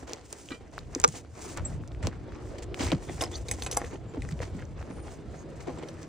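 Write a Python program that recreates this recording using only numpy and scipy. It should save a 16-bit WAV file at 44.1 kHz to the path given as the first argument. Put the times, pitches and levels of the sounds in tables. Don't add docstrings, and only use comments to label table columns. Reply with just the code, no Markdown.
import sys
import numpy as np
from scipy import signal
from scipy.fft import rfft, irfft, next_fast_len
from scipy.io import wavfile
from scipy.ndimage import uniform_filter1d

SR = 44100
rng = np.random.default_rng(int(sys.argv[2]) if len(sys.argv) > 2 else 0)


def int16_out(signal):
    q = np.round(np.clip(np.atleast_2d(signal).T, -1, 1) * 32767)
    wavfile.write(sys.argv[1], SR, q.astype(np.int16))


N = 268128
TIME = np.arange(N) / SR
RING = np.arange(SR // 2) / SR

# [start_s, level_db]
WIND = [(0.0, -54), (0.59, -53), (0.86, -44.5), (1.39, -50), (1.73, -39), (2.73, -45), (2.95, -39.5),
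        (6.08, -49)]
# [start_s, level_db]
YARD = [(0.0, -50), (0.3, -54.5), (.68, -52), (1.15, -53), (1.3, -56.5), (1.44, -48.5), (1.57, -45.5),
        (1.92, -48.5), (2.3, -45.5), (3.08, -47), (3.32, -45.5), (4.03, -47.5), (4.56, -46.5),
        (4.72, -49.5), (5.1, -45.5), (5.22, -47.5), (5.88, -45), (6.08, -50.5)]
# [pitch_hz, relative_db]
WIND_COLOUR = [(20, -29), (40, -6), (65, 1), (120, -3.5), (200, -17), (400, -33), (1200, -69)]
# [pitch_hz, relative_db]
YARD_COLOUR = [(60, -5.5), (190, -0.5), (310, 3), (500, -1), (750, -9), (1100, -16), (2000, -22.5),
               (5000, -32), (16000, -103)]
# [strongest_s, length_s, level_db]
GUSTS = [(0.067, .04, -49), (0.834, 0.12, -42.5), (1.692, 0.14, -36), (2.068, 0.027, -29),
         (2.886, 0.076, -34), (3.41, 0.026, -39.5), (4.293, 0.19, -39.5), (4.683, 0.26, -41.5),
         (5.08, 0.021, -41), (5.31, 0.055, -43.5)]
# [nearest_s, reach_s, pitch_hz, level_db]
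HUM = [(2.501, 0.76, 302, -53.5), (2.7, 0.62, 359.4, -49.5), (2.5, 0.71, 180, -62.5), (3.0, 0.57, 418, -64),
       (5.95, 1, 158.5, -50.5), (5.95, 0.19, 238.6, -58), (5.95, 0.59, 325.7, -53)]
EDDY_DB = 1.92

# [fastest_s, length_s, sleeve_db, scuff_db]
MOVES = [(0.005, 0.057, -60, -51.5), (0.41, 0.16, -54, -59), (0.976, 0.07, -58, -50),
         (1.152, 0.061, -49, -77), (1.47, 0.14, -55.5, -51), (1.487, 0.079, -46, -61),
         (1.705, 0.071, -58, -52.5), (2.367, 0.089, -97, -55.5), (2.49, 0.13, -63, -56),
         (2.826, 0.064, -44.5, -46.5), (3.134, 0.14, -53.5, -50), (3.355, 0.07, -51, -61),
         (3.575, 0.11, -51, -56), (3.802, 0.16, -57.5, -47), (4.277, 0.076, -60, -74),
         (4.445, 0.09, -61.5, -70), (4.888, 0.11, -65, -54.5), (5.103, 0.076, -60, -57.5),
         (5.373, 0.08, -63.5, -56.5), (5.768, 0.29, -64, -56), (6.046, 0.11, -82, -54.5)]
# [pitch_hz, relative_db]
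SLEEVE_COLOUR = [(800, -10.5), (2500, 2), (4000, 0.5), (6300, 8), (8200, 7.5), (9700, 3.5), (11500, -23),
                 (13500, -25), (15300, 4.5), (16500, -48)]
# [pitch_hz, relative_db]
SCUFF_COLOUR = [(300, 10.5), (800, 8), (1500, 3), (2200, 1.5), (3300, -13.5), (6000, -7.5), (12000, -45)]
SLEEVE_REST_DB, SCUFF_REST_DB = -72, -65.5
SLOWING, SWING_SHAPE = 0.99, 3.7

# [start_s, heel_db, length_s, tilt_db_per_octave, toe_db, thud_db, thud_hz]
STEPS = [(0.026, -32.5, 0.0074, -6.5, -45, -42, 384), (0.068, -35.5, 0.069, -1, -51.5, -44, 307),
         (0.5, -40.5, 0.041, -2.5, -50, -20, 229), (0.721, -43, 0.084, -1, -79, -43, 295),
         (1.136, -36, 0.037, -2.5, -46.5, -45, 400), (1.564, -32.5, 0.019, -0.5, -57, -30, 890),
         (2.024, -32, 0.045, -1.5, -50, -27, 170), (2.582, -37, 0.015, 0, -73, -53, 300),
         (2.621, -35, 0.014, 2, -73, -51, 300), (2.787, -27, 0.09, -0.5, -61, -24, 420),
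         (2.918, -18.5, 0.0091, -4, -40, -22, 236), (3.084, -30.5, 0.033, -8.5, -62, -43, 354),
         (3.207, -28, 0.04, -2, -39, -35, 344), (3.827, -42, 0.023, -4.5, -31, -24.5, 405),
         (4.136, -32, .02, -5, -45, -48, 300), (4.165, -33, 0.023, -8, -50, -17, 232),
         (4.308, -37, 0.014, 1, -62, -17, 131), (4.411, -33, 0.035, -1, -58, -30, 393),
         (4.536, -51, 0.084, 3, -84, -19.5, 168), (4.89, -42, 0.067, -10.5, -65, -22.5, 175),
         (5.053, -40.5, 0.043, -2.5, -68, -42, 300), (5.602, -38.5, 0.014, -1.5, -59, -48, 300),
         (5.669, -27.5, 0.028, -4.5, -34.5, -20, 232), (5.821, -37.5, 0.024, -2.5, -52, -19, 360),
         (6.014, -42, 0.021, 1, -60, -45, 302)]
# [pitch_hz, relative_db]
SNOW_COLOUR = [(80, -7.5), (300, 10), (750, 7), (1400, -0.5), (2200, 1), (3500, -4), (6500, -3),
               (8500, -6.5), (11500, -29), (15500, -16.5)]
WEIGHT_LAG_S, ROLL_S = 0.01289, 0.1026
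THUD_CYCLES = 6.37
THUD_FALL_CYCLES, FOOT_GLIDE_OCTAVES = 0.65, 0.96

# [start_s, peak_db, pitch_hz, width_hz]
TICKS = [(0.121, -35, 7000, 4000), (0.134, -17, 5700, 3020), (0.3265, -25, 8000, 4000),
         (0.3282, -18, 7840, 4040), (.488, -33, 3000, 905), (0.7802, -22.5, 1330, 1100),
         (.79, -31, 4200, 2000), (.9499, -14.5, 6100, 1670), (1.0, -16.5, 7400, 2040),
         (1.016, -24, 7500, 5000), (1.0785, -17.5, 8100, 2010), (1.088, -25, 7100, 1600),
         (1.353, -39, 6030, 5000), (1.574, -20.5, 7700, 4000), (1.837, -38.5, 1260, 900),
         (1.8768, -34, 6700, 4500), (1.948, -39.5, 2150, 1500), (2.0708, -13, 5560, 4500),
         (2.322, -37, 1400, 1000), (2.744, -22, 2570, 2300), (2.9183, -15, 3200, 2480),
         (4.147, -34, 900, 800), (4.207, -43, 3220, 2500), (4.392, -34, 2380, 2490),
         (4.403, -35, 1920, 600), (4.431, -26.5, 1690, 1790), (4.653, -44, 6100, 900),
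         (4.827, -33.5, 1460, 1690), (5.082, -35, 1500, 1800)]
FAINT_TICKS_PER_S, FAINT_TICK_DB, FAINT_SPREAD_DB = 4.4, -50.5, -12
FAINT_LOW_HZ, FAINT_HIGH_HZ, FAINT_WIDTH_HZ = 2000, 6500, 3100
SNAP_DB, SNAP_S = -24.5, 0.00023
SCATTER_DB, SCATTER_S = -17.5, 0.0051

# [start_s, peak_db]
SILL_BLOWS = [(0.506, -29), (0.5163, -28), (.545, -39)]
# [pitch_hz, relative_db, t60_s]
SILL = [(990, -7, 0.1), (1300, 1, 0.18), (1420, -4, 0.097), (1610, -1, 0.089), (1933, 0, 0.084),
        (2374, -0.5, 0.12), (2940, -4, 0.087), (3149, -6, 0.13), (3451, -13, 0.12), (3768, -4, .07),
        (4043, 0, 0.066), (4759, -14, .08)]
# [start_s, level_db, pitch_hz, glide_down_octaves]
BUMPS = [(0.961, -14, 261, 1.16), (1.049, -22, 195, 1.6), (1.079, -22, 110, 1.4), (2.043, -20.5, 129, 1.8),
         (2.0703, -14, 258, 2.8), (2.805, -12.5, 200, 0.94), (2.832, -16.5, 231, 1.3),
         (2.921, -14, 715, 0.51), (2.9268, -8, 125, 2.78), (2.944, -18.5, 62, .8), (3.7715, -11, 750, 1.3),
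         (4.403, -15, 475, 0.48)]
# [start_s, level_db]
KNOCKS = [(1.034, -26), (1.039, -11.5), (1.0402, 0), (1.0452, 1), (1.0496, -11.5)]
# [pitch_hz, relative_db, t60_s, right_port_phase_radians]
CASE = [(486, -13.5, 0.045, 1.92), (910, -1.5, 0.014, 3.04), (1217, -7, 0.03, 2.68),
        (1430, -9.5, 0.0084, 0.19), (2320, -2.5, 0.0037, 1.1), (3820, -4, 0.0026, 1.35),
        (5820, 1, 0.0025, 2), (6600, -16, 0.0085, 2.2), (10760, -26, 0.0074, 2.6)]
# [start_s, level_db, length_s, pitch_hz, width_hz, slips_per_s]
RUBS = [(1.568, -36, 0.022, 1150, 1200, 530), (2.039, -35.5, 0.012, 840, 894, 970),
        (2.113, -49, 0.03, 1730, 700, 990), (2.794, -35, .003, 2780, 1400, 2440),
        (2.8225, -35, .003, 3400, 1200, 1800), (2.831, -36, 0.0029, 3000, 1700, 3200),
        (2.865, -36, .003, 4000, 3500, 2500), (2.884, -44, 0.035, 2300, 400, 500),
        (3.089, -44.5, 0.012, 2080, 400, 840), (4.418, -45, 0.016, 1860, 600, 740),
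        (4.585, -48, 0.027, 1780, 790, 3100), (4.622, -46.5, 0.0068, 1700, 895, 2600),
        (5.676, -50, 0.032, 1400, 1500, 500), (5.693, -36, 0.014, 595, 500, 940),
        (5.839, -44, 0.0068, 1700, 1800, 840)]
# [start_s, level_db, pitch_hz, t60_s]
JINGLES = [(1.65, -22.5, 7640, 0.076), (1.655, -38, 8200, 0.044), (3.255, -22, 5160, 0.013),
           (5.784, -37.5, 7600, 0.023)]
# [loudest_s, length_s, level_db, pitch_hz, width_hz, glide_hz_per_s]
SQUEALS = [(3.343, 0.013, -44, 3530, 280, 5000), (3.1, 0.024, -54, 3440, 380, 2),
           (3.356, 0.0085, -40, 4400, 600, -8000), (3.351, 0.026, -47, 6200, 570, 2000),
           (3.9, 0.064, -61, 6570, 150, 0), (4.1, 0.03, -65, 7200, 190, 0),
           (6.4, 0.06, -53, 6430, 640, -4000), (5.4, 0.033, -59, 6600, 260, 0),
           (5.002, 0.083, -59, 9000, 180, -1400)]
SQUEAL_SLIPS_PER_S, SQUEAL_CATCH_DB = 2200, -1

# [start_s, clack_db, chatter_s, tilt_db_per_octave, contact_hz, door_leaf_db]
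CLACKS = [(3.2087, -24, 0.0075, -1.5, 3640, -36), (3.2115, -21.5, 0.0035, -1.5, 5140, -37),
          (3.2212, -21, 0.0033, 9, 8500, -27), (3.2295, -27, .002, -4, 5040, -41),
          (3.2368, -20, 0.0023, -2, 5100, -48), (3.315, -37.5, 0.0046, -4, 7200, -62),
          (3.484, -28.5, 0.0044, 0.5, 3760, -58), (3.4885, -23, .0012, -4.5, 7660, -54),
          (3.5126, -10, 0.00098, 2.5, 2090, -39.5), (3.584, -38, 0.0018, -5, 990, -41),
          (3.6221, -21.5, 0.0025, 0.5, 5000, -43), (3.634, -31.5, .006, 4, 9040, -52),
          (3.647, -31, 0.0026, 3, 6300, -60), (3.6633, -24, 0.006, -3, 8000, -34),
          (3.673, -25.5, 0.0013, -5, 2670, -54), (3.7123, -25, 0.012, 6, 6430, -41),
          (3.726, -27, 0.0032, -4, 5170, -55), (3.746, -31.5, .004, 4, 7600, -64),
          (3.7685, -17, 0.0026, 5, 8200, -43), (3.7715, -10.5, 0.0016, 6.5, 5930, -25.5),
          (3.8168, -18, 0.00069, -7.5, 1830, -34), (3.836, -37, .001, -5, 1800, -64),
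          (3.8437, -23, 0.00098, -9.5, 1780, -58), (3.8475, -31, 0.00078, -1, 4240, -62),
          (3.861, -41, 0.00091, -8, 4200, -65), (4.2207, -25, 0.00078, -5, 1990, -58),
          (4.25, -24.5, .0006, -4.5, 1870, -60), (4.289, -26.5, 0.00077, -4.5, 1950, -62),
          (5.885, -37, 0.0057, -2.5, 6060, -65)]
# [pitch_hz, relative_db]
CLACK_COLOUR = [(120, -15), (450, 8), (900, -10), (2000, 4.5), (3500, 3.5), (8000, 4.5), (10500, 0),
                (12500, -12), (15000, -2), (16500, -28)]
# [pitch_hz, relative_db, t60_s]
LOCK = [(1080, 6, 0.096), (2090, -5, 0.057), (2520, 2, 0.055), (3070, -4, 0.06), (3540, -2.5, 0.091),
        (4940, -23, 0.053), (4920, -8.5, 0.13), (5940, 3.5, 0.033), (6250, 11, 0.029), (6650, -15, 0.12),
        (7950, 5, 0.054), (8100, 4, 0.034), (9000, -17, 0.073), (9250, 5, 0.057), (10280, 11, 0.046),
        (10700, 6.5, 0.055), (14700, -1, .02)]
# [pitch_hz, relative_db, t60_s]
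LEAF = [(534, -4.5, 0.046), (699, -2.5, 0.066), (791, -2.5, 0.064), (1058, -7.5, 0.1), (1376, -13, 0.059),
        (1634, -13, 0.063), (2105, -12, 0.052)]
LOCK_DETUNE = .012
RING_SHARE_DB, CONTACT_DB, CONTACT_T60_S = -2, -3.5, 0.0085
SIDE_MODE_DB, SIDE_MODE_SPREAD = -8, 0.165
GRIT_PER_S, GRIT_DB, GRIT_S = 500, -28, 0.017

# [pitch_hz, phase_radians]
PORT_PHASE = [(0, 0), (4200, 0), (5500, -.7), (7500, -1.4), (9500, -2.4), (12000, -3), (16000, -3.8)]
EDGE_HZ = 16500


def amp(db):
    return 10 ** (np.asarray(db) / 20)


def unit(x):
    return x / np.sqrt(np.mean(x ** 2) + 1e-20)


def level(curve):
    return amp(np.interp(TIME, *np.transpose(curve)))


def add(mix, s, sound):
    part = mix[:, max(round(s * SR), 0):][:, :sound.shape[-1]]
    part += sound[..., :part.shape[1]]


def colour(x, points, tilt_db=0):
    size = next_fast_len(x.shape[-1] + 2048)
    hz = np.maximum(abs(np.fft.fftfreq(size, 1 / SR)), 1)
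    f, db = np.transpose(points)
    octaves = np.log2(np.maximum(hz, 400) / 2000)
    log_gain = np.log(amp(np.interp(np.log(hz), np.log(f), db) + tilt_db * octaves))
    response = np.exp(np.conj(signal.hilbert(log_gain)))
    return np.fft.ifft(np.fft.fft(x, size) * response).real[..., :x.shape[-1]]


def pair(size, apart):
    mid, side = rng.standard_normal((2, size))
    return np.array([mid + apart * side, mid - apart * side])


def drift(size, hz):
    f = np.fft.rfftfreq(size, 1 / SR)
    return unit(irfft(rfft(rng.standard_normal(size)) * np.exp(-(f / hz) ** 2), size))


def grains(size, per_s, spread_db, apart):
    at = rng.integers(0, size, max(round(per_s * size / SR), 1))
    sizes = amp(spread_db * np.minimum(rng.exponential(1, len(at)), 3))
    out = np.zeros((2, size))
    out[:, at] = pair(len(at), apart) * sizes
    return unit(out)


def mode(hz, t60, lag=0):
    t = RING[RING < 2 * abs(t60) + .002]
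    wave = np.sin(2 * np.pi * hz * t - lag) * np.exp(-np.log(1000) * t / t60)
    return np.pad(wave, (0, len(RING) - len(t)))


def width_t60(width_hz):
    return np.log(1000) / np.pi / width_hz


def swell(s, length):
    u = (TIME - s) / length
    return np.exp(-np.minimum(np.maximum(-u, u / SLOWING), 8) ** SWING_SHAPE)


def swells(rest, rows):
    return np.sqrt(rest ** 2 + sum((amp(db) * swell(s, length)) ** 2 for s, length, db in rows))


def press(length):
    u = RING / length
    return (1 - np.exp(-u / 0.072)) * np.exp(-u ** 2 * 0.59)


def crackle(per_s, cycles, spread_db):
    out = np.zeros((2, N))
    for hz in np.geomspace(350, 15000, num=22) * rng.uniform(0.88, 1.045, size=22):
        ring = mode(hz, 2.2 * cycles / hz)[:1024]
        ring = ring[None] / np.linalg.norm(ring)
        train = grains(N, per_s * np.sqrt(hz / 2000), spread_db, 0.59)
        out += signal.oaconvolve(train, ring, axes=1)[:, :N] * np.sqrt(hz)
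    return unit(out)


def thud(db, hz, glide_octaves):
    cycles = RING * hz
    pitch = hz * 2 ** (glide_octaves * np.exp(-cycles / THUD_FALL_CYCLES))
    angle = 2 * np.pi * np.cumsum(pitch) / SR
    push = np.sin(angle) + 0.19 * np.sin(1.695 * angle)
    return amp(db) * push * (1 - np.exp(-cycles / 0.66)) * np.exp(-np.log(1000) * cycles / THUD_CYCLES)


def strike(contacts, modes, detune=0):
    ring = 0
    for hz, db, t60 in modes:
        main_hz = hz * (1 + detune * rng.uniform(-1.03, 1))
        ring += rng.choice([-1, 1]) * amp(db) * mode(main_hz, t60)
        for side in -1, 1:
            side_hz = hz * (1 + side * SIDE_MODE_SPREAD * rng.random())
            ring += rng.choice([-1, 1]) * amp(db + SIDE_MODE_DB) * mode(side_hz, t60 / 2)
    return signal.fftconvolve(contacts, ring[None] / np.linalg.norm(ring), axes=1)[:, :len(RING)]


def eddies(x):
    z = signal.stft(x, nperseg=2048)[2]
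    field = rng.standard_normal(z.shape[:0:-1])
    field = uniform_filter1d(field, size=3, axis=0)
    field = uniform_filter1d(field, size=7, axis=1)
    return signal.istft(z * amp(EDDY_DB * unit(field).T), nperseg=2048)[1][:, :N]


def air():
    gusts = pair(N, 1 / 3)
    wind = unit(colour(gusts, WIND_COLOUR)) * swells(level(WIND), GUSTS) * amp(1.3 * drift(N, 14))
    drone = unit(colour(pair(N, 0.35), YARD_COLOUR)) * level(YARD) * amp(1.5 * drift(N, 36))
    hum = 0
    for s, reach, hz, db in HUM:
        passing = amp(db) * np.exp(-((TIME - s) / reach) ** 2)
        hum += passing * np.sqrt(2) * np.sin(2 * np.pi * hz * TIME + .35 * drift(N, 5.0))
    return eddies(wind + drone) + hum


def rustle():
    threads = grains(N, 13000, 3.2, 0.32)
    loose = crackle(200, 5, 3)
    arms = swells(amp(SLEEVE_REST_DB), [(s, length, db) for s, length, db, _ in MOVES])
    feet = swells(amp(SCUFF_REST_DB), [(s, length, db) for s, length, _, db in MOVES])
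    sleeve = unit(colour(threads, SLEEVE_COLOUR)) * arms * amp(2.36 * drift(N, 33))
    scuff = unit(colour(loose, SCUFF_COLOUR)) * feet * amp(3.23 * drift(N, 23))
    return sleeve + scuff


def steps():
    out = np.zeros((2, N))
    clumps = crackle(170, 7, 3.5)
    fractures = clumps + 0.85 * grains(N, 3000, 4.3, 0.15)
    fractures = np.tile(fractures * amp(2 * drift(N, 120)), 2)
    for start, heel_db, length, tilt_db, toe_db, thud_db, thud_hz in STEPS:
        for s, db in (start, heel_db), (start + ROLL_S, toe_db):
            cracks = fractures[:, max(round(s * SR), 0):][:, :len(RING)] * press(length)
            crunch = colour(cracks, SNOW_COLOUR, tilt_db)
            add(out, s, amp(db - 8.0) * unit(crunch) * np.sqrt(length / RING[-1]))
        add(out, start + WEIGHT_LAG_S, thud(thud_db, thud_hz, FOOT_GLIDE_OCTAVES))
    return out * amp([[-.3], [.3]])


def faint_ticks():
    rows = []
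    for when, size, pitch in rng.random((round(FAINT_TICKS_PER_S * N / SR), 3)):
        db = FAINT_TICK_DB + FAINT_SPREAD_DB * (2 * size - 1)
        hz = FAINT_LOW_HZ + pitch * (FAINT_HIGH_HZ - FAINT_LOW_HZ)
        rows.append((when * N / SR, db, hz, FAINT_WIDTH_HZ))
    return rows


def ticks():
    out = np.zeros((2, N))
    for s, db, hz, width_hz in TICKS + faint_ticks():
        ring = RING * mode(hz, width_t60(width_hz))
        noise = pair(len(RING), 0.76)
        snap = noise * np.exp(-RING / SNAP_S)
        scatter = colour(noise[:, :2048] * np.exp(-RING[:2048] / SCATTER_S), SNOW_COLOUR)
        add(out, s, amp(db) * (ring / abs(ring).max() + amp(SNAP_DB) * snap))
        add(out, s, amp(db + SCATTER_DB) * scatter)
    return out


def sill():
    out = np.zeros((2, N))
    for s, db in SILL_BLOWS:
        contacts = grains(len(RING), 5000, 1.6, 0.38) * np.exp(-RING / 0.0039)
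        bare_contacts = colour(contacts, [(300, 14), (3500, 2.5), (4800, -1), (6500, -18)])
        bump = strike(contacts, SILL) + 0.59 * bare_contacts
        add(out, s, amp(db) * bump / abs(bump).max())
    return out


def bumps():
    out = np.zeros((2, N))
    for s, db, hz, glide_octaves in BUMPS:
        add(out, s, thud(db, hz, glide_octaves))
    return out


def knock():
    out = np.zeros((2, N))
    ring = 0
    for hz, db, t60, lag in CASE:
        both = np.array([mode(hz, t60), mode(hz, t60, -lag)])
        ring += amp(db) * both * (1 - np.exp(-RING * hz))
    for s, db in KNOCKS:
        add(out, s, amp(db) * ring)
    return out


def rubs_and_crunches():
    out = np.zeros((2, N))
    for s, db, length, hz, width_hz, slips_per_s in RUBS:
        slips = grains(len(RING), slips_per_s, 0.69, 0.15)
        ring = mode(hz, width_t60(width_hz))[None]
        rub = signal.fftconvolve(slips, ring, axes=1)[:, :len(RING)]
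        add(out, s, amp(db) * unit(rub) * press(length))
    return out


def jingles():
    out = np.zeros((2, N))
    for s, db, hz, t60 in JINGLES:
        add(out, s, amp(db) * mode(hz, t60) * (1 - np.exp(-RING / 0.0032)))
    return out


def squeals():
    out = np.zeros((2, N))
    t = RING - RING[-1] / 2
    for s, length, db, hz, width_hz, hz_per_s in SQUEALS:
        turn = np.exp(2j * np.pi * np.cumsum(hz + hz_per_s * t) / SR)
        slips = grains(len(RING), SQUEAL_SLIPS_PER_S, 2.3, 0.25)
        narrow = signal.butter(2, width_hz / 2, fs=SR, output="sos")
        ring = (turn * signal.sosfilt(narrow, slips / turn + 1e-18)).real
        uneven = unit(ring * amp(SQUEAL_CATCH_DB * drift(len(RING), 70)))
        add(out, s + t[0], amp(db) * uneven * np.exp(-(t / length) ** 2))
    return out


def clacks():
    out = np.zeros((2, N))
    for s, db, length, tilt_db, contact_hz, leaf_db in CLACKS:
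        contacts = grains(len(RING), 9000, 0.8, 0.15) * np.exp(-RING / length)
        contacts += amp(GRIT_DB) * grains(len(RING), GRIT_PER_S, 3.6, 0.22) * np.exp(-RING / GRIT_S)
        lock = amp(RING_SHARE_DB) * strike(contacts, LOCK, LOCK_DETUNE)
        part_hit = amp(CONTACT_DB) * strike(contacts, [(contact_hz, 0, CONTACT_T60_S)])
        clack = colour(lock + part_hit + contacts, CLACK_COLOUR, tilt_db)
        add(out, s, amp(db - 7.0) * unit(clack) * np.sqrt(length / RING[-1]))
        leaf = 0
        for hz, mode_db, t60 in LEAF:
            shifted_hz = hz * (1 + LOCK_DETUNE * rng.uniform(-3.4, 3.6))
            leaf += rng.choice([-1, 1]) * amp(mode_db) * mode(shifted_hz, t60)
        add(out, s, amp(leaf_db) * leaf)
    return out


def wall(x):
    tail = pair(len(RING), 0.13) * np.exp(-np.log(1000) * RING / 0.092) * (RING > .004)
    tail = colour(tail, [(200, 23.0), (2500, 2.5), (8000, 5.5), (16000, -17)])
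    return signal.fftconvolve(x, tail / np.linalg.norm(tail[0]), axes=1)[:, :N]


def ports(x):
    turn = np.exp(.5j * np.interp(np.fft.rfftfreq(N, 1 / SR), *np.transpose(PORT_PHASE)))
    return irfft(rfft(x) * np.array([turn, turn.conj()]), N)


def scene():
    near = steps() + sill() + bumps() + rubs_and_crunches() + squeals() + clacks()
    at_microphone = air() + rustle() + ticks() + jingles()
    case = knock()
    heard = ports(near + amp(-18.5) * wall(near) + at_microphone)
    return heard + case + amp(-22) * wall(case)


def record(dry):
    low_pass = signal.firwin(511, EDGE_HZ, window=("kaiser", 9), fs=SR)
    return signal.oaconvolve(dry, low_pass[None], "same", axes=1)


dry = scene()
out = record(dry)
int16_out(out)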